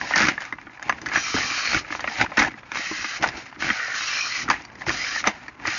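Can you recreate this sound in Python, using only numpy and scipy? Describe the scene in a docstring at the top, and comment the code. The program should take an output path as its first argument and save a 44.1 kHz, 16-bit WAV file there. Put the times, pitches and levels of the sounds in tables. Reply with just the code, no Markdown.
"""A hand drags a hollow hard-plastic toy to and fro over a table, close to a small microphone indoors.
Over quiet hiss and hum, a short pull opens, then a burst of knocks and rattles up to 0.3 s, then faint ticks.
Longer pulls from 1.1, 2.8, 3.6 and 4.9 s send dense tiny slips into the shell; a loud clatter comes near 2.4 s,
hard knocks near 4.5 and 5.3 s, and a last pull from 5.7 s. Struck, the shell rings as a sum of dying modes;
the table top thumps underneath in modes of its own."""
import sys
import numpy as np
from scipy import signal
from scipy.fft import rfft, irfft
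from scipy.io import wavfile
from scipy.ndimage import uniform_filter1d

SR = 44100
rng = np.random.default_rng(int(sys.argv[2]) if len(sys.argv) > 2 else 0)


def voltage_ratio(level):
    """Linear amplitude factor for a level in decibels (scalar or array-like)."""
    return 10 ** (np.asarray(level, float) / 20)


def file_out(sig):
    """Save sig as 16-bit WAV at sys.argv[1]."""
    # one column per channel
    cols = np.atleast_2d(sig).T
    # limit, then scale
    lim = np.clip(cols, -1, 1)
    pcm = np.round(lim * 32767).astype(np.int16)
    wavfile.write(sys.argv[1], SR, pcm)


N = 255134  # samples, about 5.8 s

# Knocks of loose parts. Each row: time of the peak in seconds (roughly), level of the shell in dB, pitch in Hz
# near which the shell rings most, level of the thin parts against the shell in dB, time to fade 60 dB in
# seconds (limited when played).
KNOCKS = [(0.0137, -12.5, 1390, -31, 0.017), (0.1106, -12.5, 1140, -23, 0.031),
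          (.123, -17.5, 1440, -25, .02), (0.1374, -6, 2150, -30, 0.027), (0.1602, -9.5, 1510, 0, .019),
          (0.1722, -17, 1500, 0, .015), (.194, -13, 2000, -2, 0.017), (.2105, -11, 1700, -10, 0.022),
          (0.2191, -12, 1800, -1, .015), (0.233, -8, 1900, -10, .02), (0.243, -13, 1600, -6, 0.018),
          (.254, -10, 1900, -9, 0.022), (.2705, -15.5, 1700, -4, .015), (.167, -11, 1450, -18, 0.039),
          (0.1789, -10.5, 1340, 0.5, 0.025), (0.185, -9, 1740, -20, 0.022),
          (0.2038, -7.5, 1430, -10, 0.049), (0.2267, -9, 1450, -10, 0.025), (0.2494, -13, 1920, -31, .045),
          (0.2728, -12.5, 1680, -16.5, .029), (.286, -4.5, 1680, -9.5, 0.024), (.291, -13, 1900, -9, .015),
          (0.2967, -19, 1500, -14, .02), (0.3798, -16, 1720, -37, .045), (.406, -24.5, 2000, -4, 0.047),
          (0.4212, -24, 1990, -12, .032), (0.4527, -26.5, 1770, -4, .045), (.479, -36, 1200, -30, .012),
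          (0.488, -33, 1520, -25, .045), (.526, -14.5, 1450, -21, 0.02), (.535, -28, 1300, -29, .02),
          (0.586, -26.5, 1900, -30, 0.015), (0.6148, -30.5, 1350, -13, 0.013),
          (0.67, -30.5, 1120, -30, 0.032), (0.6968, -33, 1250, -30, .024), (0.7745, -32, 1290, -19, .026),
          (.797, -26, 1030, -18, .016), (.822, -26.5, 900, -24, .015), (0.8272, -20, 2030, -9.5, 0.038),
          (.884, -28, 2200, -11, 0.016), (0.896, -5.5, 1520, -13, 0.029), (0.9, -16, 1210, -21, 0.032),
          (0.9257, -15.5, 1490, -19.5, 0.018), (0.984, -29, 1380, -18, .012), (1.017, -29, 1760, -1, 0.027),
          (1.061, -18, 1440, -9, 0.038), (1.066, -17.5, 1690, -10.5, .029),
          (1.0877, -19.5, 1570, -7.5, .027), (1.098, -26, 1480, -30, 0.021), (1.117, -17, 1450, -30, 0.04),
          (1.137, -16.5, 1500, -7, 0.031), (1.159, -5.5, 1850, -22, 0.055), (1.1712, -14, 1790, -17, .035),
          (1.182, -16, 2060, -16, .034), (1.343, -14.5, 1450, -16, 0.025), (1.3652, -12, 1500, -18.5, .02),
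          (1.3732, -15.5, 1490, -12, .019), (1.3848, -14.5, 1580, -15, .012), (1.734, -13, 1800, -13, .02),
          (1.7465, -6, 1370, -10, 0.053), (1.765, -19, 1840, -27, .016), (1.7756, -17, 1780, -24, 0.018),
          (1.847, -27, 1810, -30, .037), (1.906, -20.5, 1770, -20, 0.026),
          (1.9263, -13.5, 1580, -30, 0.032), (1.951, -14.5, 1250, -29, 0.0056),
          (1.995, -18, 885, -26, 0.0081), (2.0063, -23, 1870, -1.5, 0.023), (2.043, -13, 1370, -28, 0.013),
          (2.076, -10.5, 1690, -21, 0.031), (2.1986, -13, 1400, -30.5, 0.043),
          (2.213, -5.5, 1350, -7.5, 0.017), (2.2627, -19, 1460, -24, 0.041),
          (2.319, -23, 900, -29.5, 0.022), (2.372, -14.5, 1880, -4, 0.046), (2.3803, -5, 1460, -23, 0.03),
          (2.3843, -13, 900, -11.5, .02), (2.391, -9.5, 1700, -6, .02), (2.395, -6, 1900, -5.5, 0.022),
          (2.3995, -8.5, 1650, -4.5, 0.039), (2.409, -16, 1500, -25, .017), (2.4194, -9, 2100, -20, .02),
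          (2.4227, -7, 1700, -18, 0.05), (2.4278, -12, 1700, -7, .02), (2.437, -15.5, 1500, -14, .015),
          (2.449, -11.5, 1830, -12, 0.042), (2.461, -22, 1200, -7, .02), (2.4824, -21.5, 1370, -27, .016),
          (2.508, -32, 1700, -25, .012), (2.542, -27, 1450, -32, 0.044), (2.633, -30, 1780, -29, .012),
          (2.7186, -15.5, 1800, -11, 0.03), (2.748, -18.5, 1320, -9, 0.026),
          (2.7572, -15.5, 1630, -25.5, 0.039), (2.7725, -13, 1580, -7.5, .018),
          (2.866, -22.5, 1900, -18, .027), (2.914, -24.5, 600, -20, .026),
          (3.045, -17.5, 1820, -29.5, 0.052), (3.226, -15, 1680, -7, 0.029), (3.232, -17, 1640, -4, 0.0085),
          (3.24, -7, 1700, -20, 0.022), (3.26, -18, 900, -13, .014), (3.2758, -21.5, 1900, 2.5, .012),
          (3.289, -19.5, 1860, 1, 0.028), (3.516, -35, 1350, -13, .014), (3.5277, -25.5, 1610, -28, .014),
          (3.5625, -32, 1590, -28, .018), (3.624, -14, 1840, -12, 0.041), (3.6919, -10, 1680, -17, 0.015),
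          (3.7018, -5, 1770, -26, 0.038), (3.7134, -19.5, 1600, -16, 0.029), (3.882, -25, 900, -25, 0.014),
          (4.481, -17.5, 1010, -22, .011), (4.488, -13.5, 1240, -16, 0.025),
          (4.5013, -2.5, 950, -7.5, 0.0091), (4.507, -14.5, 1510, -11, .015),
          (4.5134, -7.5, 1700, -9, 0.013), (4.531, -15, 1900, -23, .015), (4.5403, -15.5, 1800, -27, 0.04),
          (4.622, -35.5, 1800, 0, .015), (4.652, -32.5, 1600, 1, 0.029), (4.7015, -32, 1590, -18, 0.04),
          (4.755, -33, 2000, -5, 0.018), (4.8195, -20.5, 1620, -21, 0.026), (4.867, -17.5, 1260, -14, 0.03),
          (4.8857, -14, 1630, -24, 0.0099), (4.894, -10.5, 1520, -6.5, 0.051),
          (4.9043, -13, 1490, -22, .028), (5.1615, -15.5, 1800, -25, 0.019), (5.242, -10, 1760, -20, 0.052),
          (5.254, -21, 1200, -16, .02), (5.2653, -14, 1540, -17, .019), (5.271, -24, 1500, -19, .015),
          (5.274, -2.5, 1580, -5, 0.037), (5.292, -25, 1510, -30, .029), (5.4826, -22, 1330, -13, 0.018),
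          (5.599, -31, 1820, -33, 0.026), (5.654, -15, 1990, -29, .026), (5.6727, -18.5, 1640, 0.5, 0.05),
          (5.6798, -13, 1550, -17, 0.024)]
# Ways the shell can ring; the first three are its deep body. Each row: pitch in Hz, level in dB,
# fade time as a factor.
SHELL_MODES = [(550, -16.5, 0.69), (836, -4.5, 1.1), (1010, -4, 1.3), (1258, -4.5, 1.6), (1430, -1, 0.97),
               (1660, 3.5, 0.89), (1836, 6, 0.73), (2023, 5, 0.78), (2200, 6, 0.2), (2575, -0.5, 0.12),
               (3004, 0, 0.74), (3330, -7, 0.46)]
# Ways the thin parts can ring. Each row: pitch in Hz, level in dB, fade time as a factor.
EDGE_MODES = [(3850, 3.5, 0.85), (4400, -6, 0.7), (4760, 8.5, 0.9), (5250, 3, 0.84), (5555, 12, 0.54),
              (5766, 6, 0.49), (6040, 3.5, 0.52)]
# Ways the table top can ring. Each row: pitch in Hz, level in dB, 60 dB fade time in seconds (shortened later).
TABLE_MODES = [(75, -8, 0.1), (121, -7.5, 0.089), (203.6, 2.5, 0.097), (253.2, 5.5, 0.094),
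               (295.2, 10.5, 0.093), (464, 3, 0.045)]
# Tone colour of scraping on the shell. Each row: frequency in Hz, relative level in dB per Hz.
SCRAPE_COLOUR = [(700, -25.5), (1150, 2), (1900, -1.5), (2450, -4), (3000, -8.5), (3400, -25.5),
                 (4500, -30.5)]
# Tone colour of the thin parts' hiss. Each row: frequency in Hz, relative level in dB per Hz.
HISS_COLOUR = [(1880, -37), (3200, -1), (3390, -21), (4260, -0.5), (4710, -5), (5680, 3.5), (6690, -12),
               (7100, -49), (9230, -49.5), (15600, -120)]
# Tone colour of the shaken table. Each row: frequency in Hz, relative level in dB per Hz.
RUMBLE_COLOUR = [(12, -45), (20, -15), (59, -1), (92, -8), (124, -4), (179, -9.5), (206, -6), (299, -2.5),
                 (414, -14), (600, -19), (780, -34.5), (1320, -120)]
# Tone colour of the room's hiss. Each row: frequency in Hz, relative level in dB per Hz.
ROOM_COLOUR = [(12, -36.5), (20, -19), (112, 12), (206, 4), (291, -3), (411, -22.5), (688, -4), (924, 15.5),
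               (1750, 11.5), (3480, -9), (5420, -14), (6600, -18), (7100, -39.5), (9230, -61.5),
               (15600, -120)]
# Narrow bands that stand out and glide while sliding. Each row: start in seconds, end in seconds (a row that
# ends before it starts is silent), first pitch in Hz, last pitch in Hz, average level in dB.
SINGING = [(1.14, 1.32, 5820, 5730, -35.5), (1.13, 1.36, 2350, 2300, -38), (1.38, 1.74, 2290, 2370, -35.5),
           (1.2, 1.61, 1410, 1110, -41), (1.44, 1.3, 4800, 4600, -38), (1.53, 1.75, 4430, 4370, -35),
           (2.792, 3.13, 1910, 2000, -39.5), (2.8, 3.16, 2470, 2520, -43), (3.76, 3.99, 1900, 1740, -33),
           (3.74, 3.98, 1490, 1520, -35.5), (3.76, 3.4, 2820, 2500, -40), (3.98, 4.2, 2540, 2680, -38.5),
           (4.08, 4.3, 2380, 2380, -32), (4.4, 4.16, 1300, 1044, -52), (3.96, 4.3, 5680, 5580, -40.5),
           (4.08, 4.32, 5250, 5420, -36), (3.97, 4.1, 3440, 4500, -42), (4.1, 4.41, 4060, 4270, -38.5),
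           (4.26, 4.453, 1940, 1960, -37.5), (4.92, 5.083, 1620, 2260, -37),
           (5.027, 5.21, 1710, 1800, -33.5), (4.974, 5.13, 4860, 5130, -37), (1.48, 1.4, 2200, 2000, -33)]
# Steady pulls over the table. Each row: start in seconds, end in seconds, scrape at the start in dB,
# scrape at the end in dB, share of the thin edge in dB.
DRAGS = [(0, 0.132, -35.5, -30, -5), (0.159, 0.297, -19.5, -22, -11), (1.065, 1.1, -39, -52, -5),
         (1.144, 1.354, -32.5, -28.5, 1.5), (1.35, 1.796, -26, -26.5, -2), (1.916, 1.98, -37, -41, -0.5),
         (2.086, 2.188, -37.5, -32.5, -3.5), (2.756, 3.175, -31.5, -31.5, -2), (3.374, 3.494, -35, -57, -2),
         (3.605, 3.954, -29.5, -33, -4.5), (3.955, 4.432, -26, -28.5, -2.5), (4.798, 4.827, -45.5, -51, 0),
         (4.877, 5.207, -29.5, -29, -2), (5.667, 5.798, -30.5, -25, -5)]
# Jolts and shifts of the hand. Each row: time of the peak in seconds, scrape in dB, seconds to swell 20 dB,
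# seconds to fade 20 dB (both at least 0.002 when played), share of the deep body in dB.
JOLTS = [(0.021, -37.5, -1, 0.1, 5.5), (0.221, -24.5, 0.2, 0.02, -2), (0.291, -25.5, 0.2, 0.11, -7.5),
         (.408, -30.5, -0.15, 0.12, -10), (.424, -36.5, 0.1, 0.12, -14.5), (0.45, -49, 0.5, 0.18, -11),
         (.678, -48, 0, 0, -3), (.869, -40, 0.1, 0.4, 1), (0.903, -33, 0.07, -0.16, -3),
         (.96, -45.5, 0.8, 0.5, -8), (1.165, -20, 0.09, 0.09, -13.5), (1.378, -27.5, 0, 0.25, -7.5),
         (1.746, -20, 0.16, 0.06, -15), (1.921, -35.5, 0.3, 0.43, -8), (2.085, -34.5, 0.2, 0.15, -11),
         (2.219, -18.5, 0.0962, 0.04, -19), (2.251, -30.5, 0.21, 0, 5.5), (2.357, -41, 0.4, 0, -4.5),
         (2.372, -16.5, -0.03, 0.0429, -8), (2.395, -13, -0.0266, 0.0578, -6.5),
         (2.424, -20, -0.03, 0.07, -6.5), (2.485, -28.5, 0.2, -0.04, -1.5), (2.56, -50, 2.5, 2.5, -3),
         (2.585, -41, .05, .06, -8), (2.765, -28.5, 0.08, 0.24, -11.5), (3.04, -37.5, -0.3, 0.9, -11.5),
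         (3.24, -19, 0.04, 0.04, -4), (3.268, -26, 0.02, 0.06, -4), (3.383, -33.5, 0.2, 0.08, -4.5),
         (3.645, -25, 0.05, 0.36, -9), (4.44, -35.5, -0.7, 0.32, -4), (4.503, -19.5, 0, 0.0846, -9),
         (4.649, -52, 0.5, 0.3, -4), (4.809, -38, -0.13, 0.1, -3), (4.884, -30.5, 0, 0.4, -7.5),
         (5.272, -18.5, 0.03, 0.0558, -2), (5.33, -39.5, -0.4, 0.4, -14), (5.5, -51, 3, -0.5, 2.5),
         (5.638, -42.5, 0.14, -1.5, 0.5), (5.669, -26.5, 0.05, 0.2, -10)]
# The hand leans the toy onto the table, which rumbles. Each row: time of the peak in seconds, level in dB,
# seconds to swell 20 dB, seconds to fade 20 dB (both at least 0.002 when played).
LEANS = [(.05, -44.5, 0.5, 0.3), (.17, -37, 0, 0.29), (.291, -30.5, 0.15, 0.03), (.532, -51, 0, 0.2),
         (.66, -46.5, .1, 0.1), (0.868, -37.5, 0.04, 0.2), (1.06, -39.5, 0.1, 0.36),
         (1.164, -34.5, 0.04, 0), (1.378, -37, 0.07, 0.26), (1.746, -36, 0.15, 0.18), (1.921, -44.5, 0, 1),
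         (2.218, -28.5, 0.04, 0.09), (2.404, -26, -0.02, 0.1), (2.765, -36, 0.06, -0.04),
         (3.041, -50, 0.3, -0.5), (3.206, -37, -0.23, 0.34), (3.282, -31, -0.04, 0), (3.383, -43, 0.3, 0),
         (3.567, -46.5, -0.5, 0.3), (3.643, -32, 0, 0.1), (4.464, -38, 0.12, 0.26), (4.81, -47.5, 0.3, 1.2),
         (4.877, -29.5, 0.01, 0.12), (5.1, -51.5, -2.5, 3.5), (5.26, -45, 0.3, 0.15), (5.669, -43, 0.14, 0)]
# Dull blows of the toy's base on the table top. Each row: start in seconds, peak in dB before the soft start,
# extra weight of the deepest modes in dB.
THUMPS = [(.166, -21, -6), (.203, -16.5, -5), (.2255, -14.5, -9), (.237, -16.5, -8), (.285, -11, -7),
          (.312, -22, -7.5), (.525, -29.5, -3), (.548, -34, -8), (.669, -36, -2), (.895, -31, 1),
          (1.016, -30.5, 1), (1.064, -30, 11), (1.171, -19.5, 10), (1.3435, -12, -1), (1.745, -16.5, 16),
          (1.764, -20, 29), (1.906, -24, 1.5), (2.075, -29.5, -3), (2.212, -13.5, 13), (2.379, -11.5, 0.5),
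          (2.398, -11.5, -1), (2.421, -12, -4.5), (2.482, -21.5, -9), (2.541, -33, -2), (2.771, -26, 2),
          (2.792, -27, -5), (2.912, -17.5, 1), (3.044, -27, -7), (3.198, -22.5, -6), (3.226, -15, -4),
          (3.26, -19, 3), (3.377, -23.5, 4), (3.623, -22, 1), (3.702, -17.5, 1.5), (4.487, -21, -0.5),
          (4.5125, -21.5, 7), (4.88, -13, -6), (4.893, -25, -4), (5.265, -17, -6), (5.274, -16, -8),
          (5.291, -20, -1), (5.482, -34, 3), (5.677, -18.5, 9)]

ROOM_DB, HUM_DB, HUM_HZ = -53, -61, 120.4
GRIP_DB_PER_S, RELEASE_DB_PER_S = 999.5, 700.5  # how fast a pull starts and stops
DRAG_HZ, JOLT_HZ = 1900, 1580  # the shell sounds higher when pulled lightly, lower when gripped
DRAG_BODY_DB, DRAG_TABLE_DB = -26, -30.5  # what a pull passes to the deep body and the table
JOLT_EDGE_DB = -15.5  # what a jolt passes to the thin edge
REST_DB, REST_BODY_DB, REST_EDGE_DB, REST_TABLE_DB = -59.5, -61.5, -66, -57.5  # the hand at rest still rustles
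FAINT_HZ, FAINT_WIDTH_HZ = 3340, 100  # a narrow band that is heard more faintly, by a varying amount
KNOCK_TABLE_DB = -21.5  # every knock leaks a little into the table
DEEP_HZ = 170
EDGE_HZ = 7080  # upper limit of the recorded band


def evened(x):
    """Scales to an average strength (rms) of 1."""
    return x / np.sqrt(np.mean(x ** 2) + 1e-20)


def coloured(x, points):
    """Filters a sound to a tone colour without pre-echo: minimum phase from the folded cepstrum."""
    f, db = np.transpose(points)
    hz = np.fft.rfftfreq(4096, 1 / SR)
    gain_db = np.maximum(np.interp(np.log(hz + 1), np.log(f + 1), db), -70)
    cepstrum = irfft(np.log(voltage_ratio(gain_db)))
    cepstrum[1:2048] *= 2  # fold the later half onto the earlier one
    cepstrum[2049:] = 0
    impulse = irfft(np.exp(rfft(cepstrum)))
    return evened(signal.oaconvolve(x, impulse)[:len(x)])


def room_tone():
    """Steady hiss of room and preamplifier with a faint mains hum."""
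    hum = voltage_ratio(HUM_DB) * np.sin(2 * np.pi * HUM_HZ * np.arange(N) / SR)
    hiss = coloured(rng.standard_normal(N), ROOM_COLOUR)
    return voltage_ratio(ROOM_DB) * hiss + hum


def wander(seconds):
    """Slow random drift of rms 1: noise smoothed over the given time."""
    window = np.hanning(round(seconds * SR))
    return evened(signal.oaconvolve(rng.standard_normal(N), window, "same"))


def peaks(t, s, db, swell, fade):
    """Gain of events that swell and fade evenly in dB, one row each."""
    before = (s - t) / np.maximum(swell, .002)
    after = (t - s) / np.maximum(fade, .002)
    return voltage_ratio(db - 20 * np.maximum(before, after))


def hand():
    """Pulls, jolts, leaning and rest add in power to drive shell, body, edge and table (dB); held pitch (Hz)."""
    t = np.arange(0, N, 64) / SR
    start, end, from_db, to_db, edge_db = np.transpose(DRAGS)[:, :, None]
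    along = np.clip((t - start) / (end - start), 0, 1)
    onset_db = GRIP_DB_PER_S * np.maximum(start - t, 0)
    release_db = RELEASE_DB_PER_S * np.maximum(t - end, 0)
    drag = voltage_ratio(from_db + (to_db - from_db) * along - onset_db - release_db)
    *shape, body_db = np.transpose(JOLTS)[:, :, None]
    jolt = peaks(t, *shape)
    lean = peaks(t, *np.transpose(LEANS)[:, :, None])
    # each row: share of the pulls in dB, gain of the other events, level at rest in dB
    parts = [(0, jolt, REST_DB),
             (DRAG_BODY_DB, jolt * voltage_ratio(body_db), REST_BODY_DB),
             (edge_db, jolt * voltage_ratio(JOLT_EDGE_DB), REST_EDGE_DB),
             (DRAG_TABLE_DB, lean, REST_TABLE_DB)]
    power = [((drag * voltage_ratio(db)) ** 2).sum(0) + (more ** 2).sum(0) + voltage_ratio(rest) ** 2 for db, more, rest in parts]
    pulled = (drag ** 2).sum(0) / power[0]
    held_hz = JOLT_HZ + (DRAG_HZ - JOLT_HZ) * pulled
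    curves = (*(10 * np.log10(power)), held_hz)
    return [np.interp(np.arange(N) / SR, t, curve) for curve in curves]


def slips(per_s, spread_db, smooth):
    """Tiny stick-slip clicks of uneven size and sign, with smooth rubbing noise, all swelling in clumps."""
    clumps = voltage_ratio(1.15 * wander(0.008))
    size = voltage_ratio(spread_db * np.minimum(rng.exponential(1, N), 3)) * rng.choice([-1, 1], N)
    clicks = size * (rng.random(N) < per_s / SR)
    return clumps * (evened(clicks) + smooth * rng.standard_normal(N))


def near_db(hz, centre_hz, steep_db):
    """Modes near the pitch of the touched spot ring most; steep_db is lost one octave away."""
    return -steep_db * np.log2(hz / centre_hz) ** 2


def rubbed(x, modes, width_hz, centre_hz, steep_db, grip_db):
    """Slips drive each mode; the shifting grip damps now one mode, now another."""
    out = np.zeros(N)
    for hz, db, _ in modes:
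        mode = evened(signal.lfilter(*signal.iirpeak(hz, hz / width_hz, SR), x))
        out += voltage_ratio(db + near_db(hz, centre_hz, steep_db) + grip_db * wander(0.14)) * mode
    return out / np.sqrt(uniform_filter1d(out ** 2, SR // 8) + 1e-12)  # steady over an eighth of a second


def singing(x, width_hz):
    """Gliding resonances: shift the band to zero, smooth twice, shift back."""
    out = np.zeros(N)
    r = np.exp(-np.pi * width_hz / SR)
    smoother = np.convolve([1, -r], [1, -r])
    waver, patchy = 1 + .015 * wander(0.055), voltage_ratio(2.5 * wander(0.017))  # the grip is never still
    for start, end, from_hz, to_hz, db in SINGING:
        part = slice(round(start * SR), round(end * SR))
        glide_hz = np.linspace(from_hz, to_hz, len(x[part])) * waver[part]
        turn = np.exp(2j * np.pi * np.cumsum(glide_hz) / SR)
        band = (turn * signal.lfilter([1], smoother, x[part] / turn)).real
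        out[part] += voltage_ratio(db) * patchy[part] * evened(band) * signal.windows.tukey(len(band), .4)
    return out


def sliding():
    """Slips excite shell and thin edge, partly broad, partly in their modes; slower bumps shake the table."""
    scrape_db, body_db, hiss_db, rumble_db, held_hz = hand()
    # a light touch rustles in fits
    fitful_db = np.clip(0.36 * (-37.0 - scrape_db), 0, 3.5) * wander(0.025)
    rub = slips(per_s=2000, spread_db=3.0, smooth=0.83)
    fine = 0.052 * rub + slips(per_s=6500, spread_db=1.0, smooth=0.91)
    bumps = slips(per_s=420, spread_db=6.5, smooth=1.72)

    scrape = 0.32 * coloured(rub, SCRAPE_COLOUR)
    scrape += 0.55 * rubbed(rub, SHELL_MODES[3:], 220, held_hz, steep_db=22.0, grip_db=6.5)
    deep = rubbed(rub, SHELL_MODES[:3], 200, 850, steep_db=3, grip_db=3.0)
    deep = signal.sosfilt(signal.butter(2, [480, 1300], "bandpass", fs=SR, output="sos"), deep)
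    hiss = .8 * coloured(fine, HISS_COLOUR)
    hiss += .45 * rubbed(fine, EDGE_MODES, 150, 5200, steep_db=0, grip_db=2.5)

    shell = voltage_ratio(scrape_db + fitful_db) * scrape
    shell += voltage_ratio(body_db + fitful_db) * deep
    shell += voltage_ratio(hiss_db + 0.83 * fitful_db) * hiss
    shell += singing(rub, width_hz=263)
    removed = np.clip(0.25 + 0.44 * wander(0.22), 0, 1)  # varying share taken out of the faint band
    faint_band = signal.lfilter(*signal.iirpeak(FAINT_HZ, FAINT_HZ / FAINT_WIDTH_HZ, SR), shell)
    shell -= removed * faint_band
    rumble = coloured(bumps, RUMBLE_COLOUR)
    return shell + voltage_ratio(rumble_db + 1.9 * wander(0.023)) * rumble


def ring(modes, t, t60, luck, weight_db=0):
    """Sum of dying modes, a little detuned, of random strength and sign, as grip and point of contact vary."""
    hz, db, long = np.transpose(modes)[:, :, None]
    strength, detune = luck[:2 * len(modes)].reshape(2, -1, 1)
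    fading_db = db + weight_db + 2.5 * strength - 60 * t / (t60 * long)
    wave = np.sin(2 * np.pi * hz * (1 + 0.045 * detune) * t)
    sound = (voltage_ratio(fading_db) * np.sign(detune + 1) * wave).sum(0)
    return sound / abs(sound).max()


def knocks():
    """Each knock is one hard crack and milliseconds of grinding that ring shell and thin parts, drily."""
    out, t = np.zeros(N + SR), np.arange(6000) / SR
    luck = rng.standard_normal((len(KNOCKS), 48 + 300))  # 24 for the shell, 24 for the edge, 300 to grind
    shell_hz = np.array(SHELL_MODES)[:, :1]
    rise, grind = .0009, .0025  # s
    grinding = np.minimum(t[:300] / rise, 1) * np.exp(-t[:300] / grind)
    hollow = signal.butter(3, [560, 2900], "bandpass", fs=SR, output="sos")  # small thick shell: no bass, no fizz
    for (s, peak_db, hz, sharp_db, t60), dice in zip(KNOCKS, luck):
        t60 = np.clip(t60, .006, .027)
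        shell = signal.sosfilt(hollow, ring(SHELL_MODES, t, t60, dice, near_db(shell_hz, hz, 12.5)))
        edge = ring(EDGE_MODES, t, 0.4 * t60, dice[24:])
        edge[:3] += 0.22 * np.array([-1, 2, -1])  # the bare tick of the contact
        contact = 0.25 * dice[48:] * grinding  # bites, cracks, grinds out
        contact[round(rise * SR)] += .5
        shell = np.convolve(shell, contact)[:len(t)]
        edge = np.convolve(edge, contact)[:len(t)]
        sound = shell / abs(shell).max() + voltage_ratio(sharp_db) * edge / abs(edge).max()
        out[round((s - 2 * rise) * SR):][:len(t)] += voltage_ratio(peak_db) * sound
    return out[:N]


def thumps():
    """Each blow, and faintly each knock, rings the modes of the table top after a soft start."""
    out, t = np.zeros(N + SR), np.arange(6000) / SR
    blows = THUMPS + [(s, db + KNOCK_TABLE_DB, 0) for s, db, *_ in KNOCKS]
    deep = np.array(TABLE_MODES)[:, :1] < DEEP_HZ
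    soft_start = 1 - np.exp(-t / 0.0021)
    for (s, db, deep_db), dice in zip(blows, rng.standard_normal((len(blows), 12))):
        sound = ring(TABLE_MODES, t, 0.65, dice, deep * deep_db) * soft_start
        out[round(s * SR):][:len(t)] += voltage_ratio(db) * sound
    return out[:N]


def walls(x):
    """Echo of table and walls: sparse taps of random sign dying away 60 dB in 0.067 s."""
    at = np.arange(150, 12000, 20) + rng.integers(0, 20, 593)
    taps = np.zeros(12100)
    taps[at] = rng.choice([-1., 1.], len(at)) * voltage_ratio(-60 * at / SR / 0.067)
    return signal.oaconvolve(x, taps / np.linalg.norm(taps))[:N]


def scene():
    """Knocks and thumps with their echo, sliding and room tone, one channel."""
    hits = knocks() + thumps()
    echo = voltage_ratio(-10.0) * walls(hits)
    return (hits + echo + sliding() + room_tone())[None]


def low_pass(x):
    """Removes everything above the highest recorded frequency."""
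    return signal.sosfilt(signal.butter(12, 7880, fs=SR, output="sos"), x)


def record(dry):
    """The small capsule loses the deepest bass, the input rounds the highest peaks; band limit near 7 kHz."""
    thin = signal.sosfilt(signal.butter(1, 60, "highpass", fs=SR, output="sos"), dry)
    rounded = .85 * np.tanh(thin / .85)
    lowpass = signal.firwin(801, EDGE_HZ, window=("kaiser", 9), fs=SR)
    narrow = signal.oaconvolve(rounded, lowpass[None], "same")
    return low_pass(narrow)


dry = scene()
out = record(dry)
file_out(out)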